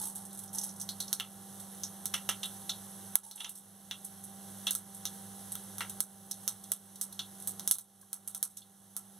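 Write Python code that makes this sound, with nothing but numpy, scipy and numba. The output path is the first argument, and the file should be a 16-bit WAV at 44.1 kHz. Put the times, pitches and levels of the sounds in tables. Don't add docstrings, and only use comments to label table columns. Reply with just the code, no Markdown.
import sys
import numpy as np
from scipy import signal
from scipy.fft import rfft, irfft, next_fast_len
from scipy.io import wavfile
from scipy.ndimage import uniform_filter1d
from numba import njit

SR = 44100
rng = np.random.default_rng(int(sys.argv[2]) if len(sys.argv) > 2 else 0)


def unload_audio(sound):
    columns = np.transpose(np.atleast_2d(sound))
    steps = np.round(np.clip(columns, -1, 1) * 32767)
    wavfile.write(sys.argv[1], SR, steps.astype(np.int16))


N = 405587

# start_s, crack_peak_db, spit_db, rim_db, ring_db, ring_centre_hz
POPS = [(0.8901, -15.5, -42, -49, -39, 4700), (1.003, -13.5, -34, -39, -39, 4200),
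        (1.0795, -32, -51, -45, -54, 4310), (1.1292, -3.5, -30.5, -34.5, -39, 4260),
        (1.199, -9, -39.5, -44, -30, 3070), (1.8347, -16.5, -41, -34, -51.5, 3920),
        (2.0565, -9, -34, -45, -51, 3800), (2.1391, -18, -34, -34.5, -29, 2960),
        (2.2906, -6.5, -32.5, -35.5, -29, 2950), (2.4306, -40, -40.5, -43, -33, 3420),
        (2.6943, -15, -43.5, -40, -34, 3700), (3.1555, 3.5, -24, -39.5, -44.5, 3530),
        (3.3124, -11.5, -39, -42.5, -41, 4100), (3.376, -40, -55, -58, -41, 3170),
        (3.4026, -19, -37.5, -44, -29, 3200), (3.4452, -11, -44.5, -37.5, -29, 3230),
        (3.4937, -13, -32, -52, -52, 3510), (3.9114, -9.5, -46.5, -42.5, -32.5, 3340),
        (4.0455, -33, -35.5, -55, -77, 4095), (4.237, -44, -39, -62, -74, 3860),
        (4.6676, -27.5, -36, -38.5, -29, 3350), (4.7087, -6.5, -28, -41.5, -45, 3990),
        (4.7512, -6, -29.5, -42, -50, 4000), (5.054, -9, -37.5, -37.5, -41.5, 3660),
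        (5.554, -13.5, -45.5, -57, -57, 3630), (5.783, -14.5, -48, -56, -61, 3700),
        (5.8067, -15, -42, -51, -32, 2300), (5.896, -22, -41, -52, -55.5, 3600),
        (6.0048, -3, -27.5, -40.5, -50, 3970), (6.3118, -12.5, -35, -38, -46.5, 4100),
        (6.43, -45.5, -49, -65, -75, 3640), (6.478, -2.5, -28.5, -32, -40.5, 3720),
        (6.7187, -1, -25, -41, -43, 3560), (6.9566, -30, -45.5, -49, -56.5, 4100),
        (7.0127, -5.5, -24.5, -35.5, -52, 3980), (7.126, -21, -44, -52, -53, 4320),
        (7.1924, -12.5, -43, -41, -33, 3640), (7.4743, -9, -28.5, -57, -53, 4110),
        (7.596, -14.5, -44.5, -47.5, -53, 4000), (7.6761, -4.5, -27, -36, -44, 3810),
        (7.7119, 6, -10, -23, -29, 3930), (7.7541, -8, -39, -59, -55, 3940),
        (7.785, -3, -26, -43, -48, 4000), (8.012, -29, -43, -56, -63, 3700),
        (8.1302, -1.5, -27.5, -39.5, -51, 4170), (8.276, -7.5, -29.5, -50, -54, 3260),
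        (8.3478, -5.5, -29, -42, -49, 3830), (8.4284, 4.5, -17, -30, -41, 4230),
        (8.5692, -19.5, -29.5, -34.5, -44.5, 3830), (8.618, -60, -56, -61, -47, 3700),
        (8.9658, -3.5, -28.5, -42, -70, 4280)]
# start_s, spit_db, rim_db
LANDINGS = [(0.014, -36.5, -59), (0.053, -36.5, -68), (0.071, -41.5, -60), (0.095, -45, -60),
            (0.155, -39, -70), (0.2514, -47, -60), (0.3283, -44.5, -69), (0.3484, -49, -62),
            (0.3893, -41, -63), (0.434, -46, -62), (0.4762, -61, -53.5), (0.5294, -42, -68),
            (0.5467, -40, -48), (0.5826, -34.5, -37.5), (0.6123, -47, -44), (0.633, -35, -41),
            (0.69, -50, -47), (0.7602, -51, -63), (0.7977, -43, -43.5), (0.812, -40.5, -41.5),
            (3.2368, -43, -54), (3.355, -37, -57), (3.5527, -36.5, -48), (3.575, -39, -65)]
LAND_CRACK_DB, LAND_RING_DB, LAND_RING_HZ = 7, -24, 3620
FAINT_COUNT, FAINT_SCATTER_DB, FAINT_RING_HZ = 16, 4.5, 3850
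FAINT_DB = [-45, -46.5, -63, -65.5]

# centre_hz, width_hz, relative_db
SHELL_MODES = [(11100, 2640, 24), (1050, 4800, -24), (14600, 9000, -23), (300, 330, 5)]
SPIT_MODES = [(8440, 2620, -5.5), (11030, 1560, -2.5), (13500, 600, -6), (14220, 950, -9.5)]
RIM_MODES = [(5420, 660, 2.3), (6120, 470, 6.1), (6810, 790, 0.76)]
RING_MODES = [(2250, 410, 10), (2760, 200, 7), (2860, 200, 1.5), (3174, 120, -3), (3324, 180, -3.5),
              (3480, 66, -2), (3580, 64, -9), (3800, 65, -1.5), (3820, 99, -10.5), (4204, 200, 1.5),
              (4430, 650, 4.5)]
BODY_MODES = [(930, 370, 3), (1339, 75, 10), (1650, 410, 0), (1790, 270, -0.5), (2320, 450, -1)]
RING_SPREAD_HZ = 507

# spit_db, rim_db, ring_db, body_db
CRACK_SHARE_DB = [11, 3.2, 4.4, 2.8]
# spit_s, rim_s, ring_s, body_s
TAIL_T60_S = [0.14, 0.12, 0.15, 0.19]
# spit_s, rim_s, ring_s, body_s
TAIL_LAG_S = [.0013, .0007, .0003, .0003]
FIRST_T60_S, FIRST_DB = 0.036, 1
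TAIL_TOP_HZ = 15900
# delay_s, relative_db
ECHOES = [(.0025, -13), (.0062, -29), (.0085, -23.5), (0.0104, -13)]
BODY_CRACK_DB, BODY_RING_DB, BODY_DB_PER_OCTAVE, MID_RING_HZ = -44.5, -14, -14.5, 3160

# time_s, level_db
SIZZLE_LEVEL = [(0, -58.5), (.9, -52.5), (2.5, -50.5), (5, -51), (7, -51), (9.2, -50.5)]
# frequency_hz, relative_db
SIZZLE_SPECTRUM = [(900, -13), (2000, -12), (3300, -11), (4400, -12.5), (6000, -8.5), (8500, -6.5),
                   (10800, 0), (13000, -10), (15600, -12), (16000, -52)]
# start_s, level_db, hold_s
PATTER = [(0, -40.5, 0.037), (0.16, -47, .02), (.392, -58, .05), (0.54, -43.5, 0.11), (0.786, -54, 0.035),
          (3.235, -37, 0.03), (3.356, -42.5, 0.096)]
PATTER_RISE_S, PATTER_FALL_DB_S = 0.0049, 139
# frequency_hz, relative_db
PATTER_SPECTRUM = [(900, -8.5), (2400, -15.5), (3800, -11.5), (6000, -5), (8500, 0), (10800, 8),
                   (13000, -14), (15600, -7), (16000, -50)]
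# centre_hz, width_hz, relative_db
PAN_HUM_MODES = [(826, 30, 0), (908, 30, 0)]
PAN_HUM_DB = -13.5

# start_s, pitch_hz, level_db, length_s
BLIPS = [(8.025, 1614, -48.5, 0.012), (8.028, 1090, -47, 0.015)]

# pitch_hz, mean_level_db, waver_db
MOTOR_TONES = [(99.2, -65.5, -0.43), (103.2, -63, 2.5), (173.6, -65, 2.5), (196.4, -51.5, 0.6),
               (342, -73, 0.5), (391.5, -69, 1.5), (783, -63, 1.5), (1400, -90, 2)]
# frequency_hz, relative_db
DRAUGHT_SPECTRUM = [(15, -63), (25, -39), (92, -11), (141, -6), (196, -5.5), (248, -13), (694, -10),
                    (779, -9.5), (842, -10.5), (1730, -21.5), (2600, -41), (3380, -75), (5720, -120)]
DRAUGHT_DB = -58.5

# frequency_hz, early_db, late_db
LEFT_PATHS = [(603, -3, -33.5), (1460, -3.5, -4), (2520, -2, -6.5), (5200, -3.5, -5), (8100, -4, -8.5),
              (10400, -2.5, -4), (12800, -9.5, -1), (16000, -14, -3.5)]
RIGHT_PATHS = [(620, 0.5, -21.5), (1500, -1.5, -35), (2170, -4, -3), (4670, -0.5, -6), (6980, -2.5, -3),
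               (9100, 0.5, 0.5), (12200, 1, -7), (17000, -0.5, -6.5)]
# left_hz, right_hz
INVERSE_LAG_HZ = [2590, 2360]
DIFFUSE_SIZZLE_DB, DIFFUSE_DRAUGHT_DB = -22, -10.5

KNEE_DB, RELEASE_DB_S, ATTACK_S, REACT_S = -11.5, 10, .0025, .0008
TOP_HZ = 17000


def pops():
    start_s, crack_db, spit_db, rim_db, ring_db, ring_hz = bursts()
    at = (start_s * SR).astype(int)
    body_from_ring_db = ring_db + BODY_RING_DB + BODY_DB_PER_OCTAVE * np.log2(ring_hz / MID_RING_HZ)
    body = np.hypot(undb(crack_db + BODY_CRACK_DB), undb(body_from_ring_db))
    tails = np.vstack([undb([spit_db, rim_db, ring_db]), body])
    cracks = tails * undb(CRACK_SHARE_DB)[:, None]
    cracks *= undb(crack_db) / cracks.sum(axis=0)

    out = np.zeros(N)
    parts = ((0, SHELL_MODES, SPIT_MODES), (1, RIM_MODES, RIM_MODES), (3, BODY_MODES, BODY_MODES))
    for k, crack_modes, tail_modes in parts:
        out += clicks(at, cracks[k], crack_modes)
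        out += shower(at, tails[k], tail_modes, TAIL_T60_S[k], TAIL_LAG_S[k])

    hz, _, db = np.transpose(RING_MODES)
    woken = undb(db)[:, None] * np.exp(-.5 * ((hz[:, None] - ring_hz) / RING_SPREAD_HZ) ** 2)
    click_shares = woken / woken.sum(axis=0)
    tail_shares = woken / np.sqrt((woken ** 2).sum(axis=0))
    for mode, click_share, tail_share in zip(RING_MODES, click_shares, tail_shares):
        out += clicks(at, cracks[2] * click_share, [mode])
        out += shower(at, tails[2] * tail_share, [mode], TAIL_T60_S[2], TAIL_LAG_S[2])
    return out


def bursts():
    start_s, spit_db, rim_db = np.transpose(LANDINGS)
    landed = [start_s, spit_db + LAND_CRACK_DB, spit_db, rim_db, spit_db + LAND_RING_DB,
              np.full(len(start_s), LAND_RING_HZ)]
    faint_s = rng.random(FAINT_COUNT) * (N / SR - .1)
    spread = rng.standard_normal((FAINT_COUNT, len(FAINT_DB)))
    faint_db = FAINT_DB + FAINT_SCATTER_DB * spread
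    faint = [faint_s, *faint_db.T, np.full(FAINT_COUNT, FAINT_RING_HZ)]
    return np.hstack([np.transpose(POPS), landed, faint])


def clicks(at, size, modes):
    train = np.zeros(N)
    train[at] = size / np.abs(resonate(signal.unit_impulse(200), modes)).max()
    echoed = train + sum(undb(db) * np.roll(train, int(s * SR)) for s, db in ECHOES)
    return resonate(echoed, modes)


def shower(at, size, modes, t60_s, lag_s):
    power = np.zeros(N)
    power[at + int(lag_s * SR)] = size ** 2
    slow = fading(power, t60_s)
    quick = fading(power, FIRST_T60_S)
    lowpass = signal.ellip(6, .5, 50, TAIL_TOP_HZ, fs=SR, output="sos")
    noise = signal.sosfilt(lowpass, grains(3.5, 900))
    strength = np.sqrt(np.mean(resonate(noise, modes) ** 2))
    return resonate(np.sqrt(slow + undb(FIRST_DB) ** 2 * quick) * noise / strength, modes)


def fading(power, t60_s):
    return signal.lfilter([1], [1, -np.exp(-2 * np.log(1000) / (t60_s * SR))], power)


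def oil():
    t = np.arange(N) / SR
    fizz = tinted(grains(0.91, 1500), SIZZLE_SPECTRUM) * undb(curve(SIZZLE_LEVEL) + 0.78 * walk(10))
    falling = np.zeros(N)
    for start_s, db, hold_s in PATTER:
        rise = np.clip((t - start_s) / PATTER_RISE_S + 1, 0, 1)
        falling += rise * undb(db - PATTER_FALL_DB_S * np.maximum(t - start_s - hold_s, 0))
    seeds = tinted(grains(3.0, 250), PATTER_SPECTRUM)
    stirred = undb(PAN_HUM_DB) * unit(resonate(rng.standard_normal(N), PAN_HUM_MODES))
    return fizz + falling * (seeds + stirred)


def blips():
    out = np.zeros(N)
    for start_s, hz, db, length_s in BLIPS:
        t = np.arange(int(length_s * SR)) / SR
        envelope = np.sqrt(2) * undb(db) * np.sin(np.pi * t / length_s)
        first = int(start_s * SR)
        out[first:first + len(t)] += envelope * np.sin(2 * np.pi * hz * t)
    return out * undb(5.0 * walk(120))


def motor():
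    t = np.arange(N) / SR
    tones = np.zeros(N)
    for hz, db, waver_db in MOTOR_TONES:
        level = np.sqrt(2) * undb(db + waver_db * walk(5))
        tones += level * np.sin(2 * np.pi * hz * t + 0.96 * waver_db * walk(3))
    return tones + undb(DRAUGHT_DB) * tinted(rng.standard_normal(N), DRAUGHT_SPECTRUM)


def resonate(x, modes):
    out = 0
    for k, (hz, width, db) in enumerate(modes):
        out = out + (-1) ** k * undb(db) * signal.lfilter(*signal.iirpeak(hz, hz / width, SR), x)
    return out


def grains(scatter_db, rate):
    return unit(rng.standard_normal(N) * undb(scatter_db * walk(rate)))


def walk(rate):
    k = int(SR / rate)
    held = np.repeat(rng.standard_normal(N // k + 1), k)
    return 1.18 * uniform_filter1d(uniform_filter1d(held, k), k)[:N]


def colour(x, rows, column=1):
    size = next_fast_len(N)
    hz = np.arange(size // 2 + 1) * SR / size
    rows = np.array(rows, float)
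    weight_db = np.interp(np.log(hz + 1), np.log(rows[:, 0]), rows[:, column])
    return rfft(x, size) * undb(weight_db), hz, size


def tinted(x, rows):
    spectrum, _, size = colour(x, rows)
    return unit(irfft(spectrum, size)[:N])


def curve(rows):
    return np.interp(np.arange(N) / SR, *np.transpose(rows))


def undb(db):
    return 10 ** (np.asarray(db, float) / 20)


def unit(x):
    return x / np.sqrt(np.mean(x ** 2))


def scene():
    sound = pops() + oil() + blips() + motor()
    ears = []
    for paths, inverse_lag_hz in zip((LEFT_PATHS, RIGHT_PATHS), INVERSE_LAG_HZ):
        early, hz, size = colour(sound, paths, column=1)
        late = colour(sound, paths, column=2)[0] * np.exp(-2j * np.pi * hz / inverse_lag_hz)
        fizz = tinted(rng.standard_normal(N), SIZZLE_SPECTRUM)
        draught = tinted(rng.standard_normal(N), DRAUGHT_SPECTRUM)
        diffuse = undb(DIFFUSE_SIZZLE_DB + curve(SIZZLE_LEVEL)) * fizz
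        diffuse += undb(DRAUGHT_DB + DIFFUSE_DRAUGHT_DB) * draught
        ears.append(irfft(early - late, size)[:N] + diffuse)
    return np.array(ears)


@njit
def duck(peak_db, knee_db, fall_db, follow):
    out, held, now = np.empty(len(peak_db)), 0., 0.
    for i in range(len(peak_db)):
        held = max(held - fall_db, peak_db[i] - knee_db, 0.)
        now += follow * (held - now)
        out[i] = now
    return out


def record(dry):
    peak_db = 20 * np.log10(np.abs(dry).max(axis=0) + 1e-9)
    excess_db = duck(peak_db, KNEE_DB, RELEASE_DB_S / SR, 1 / (ATTACK_S * SR))
    delay = int(REACT_S * SR)
    excess_db = np.roll(excess_db, delay)
    excess_db[:delay] = 0
    wet = np.clip(dry * undb(-excess_db), -1, 1)
    return signal.sosfilt(signal.ellip(8, .2, 70, TOP_HZ, fs=SR, output="sos"), wet)


dry = scene()
out = record(dry)
unload_audio(out)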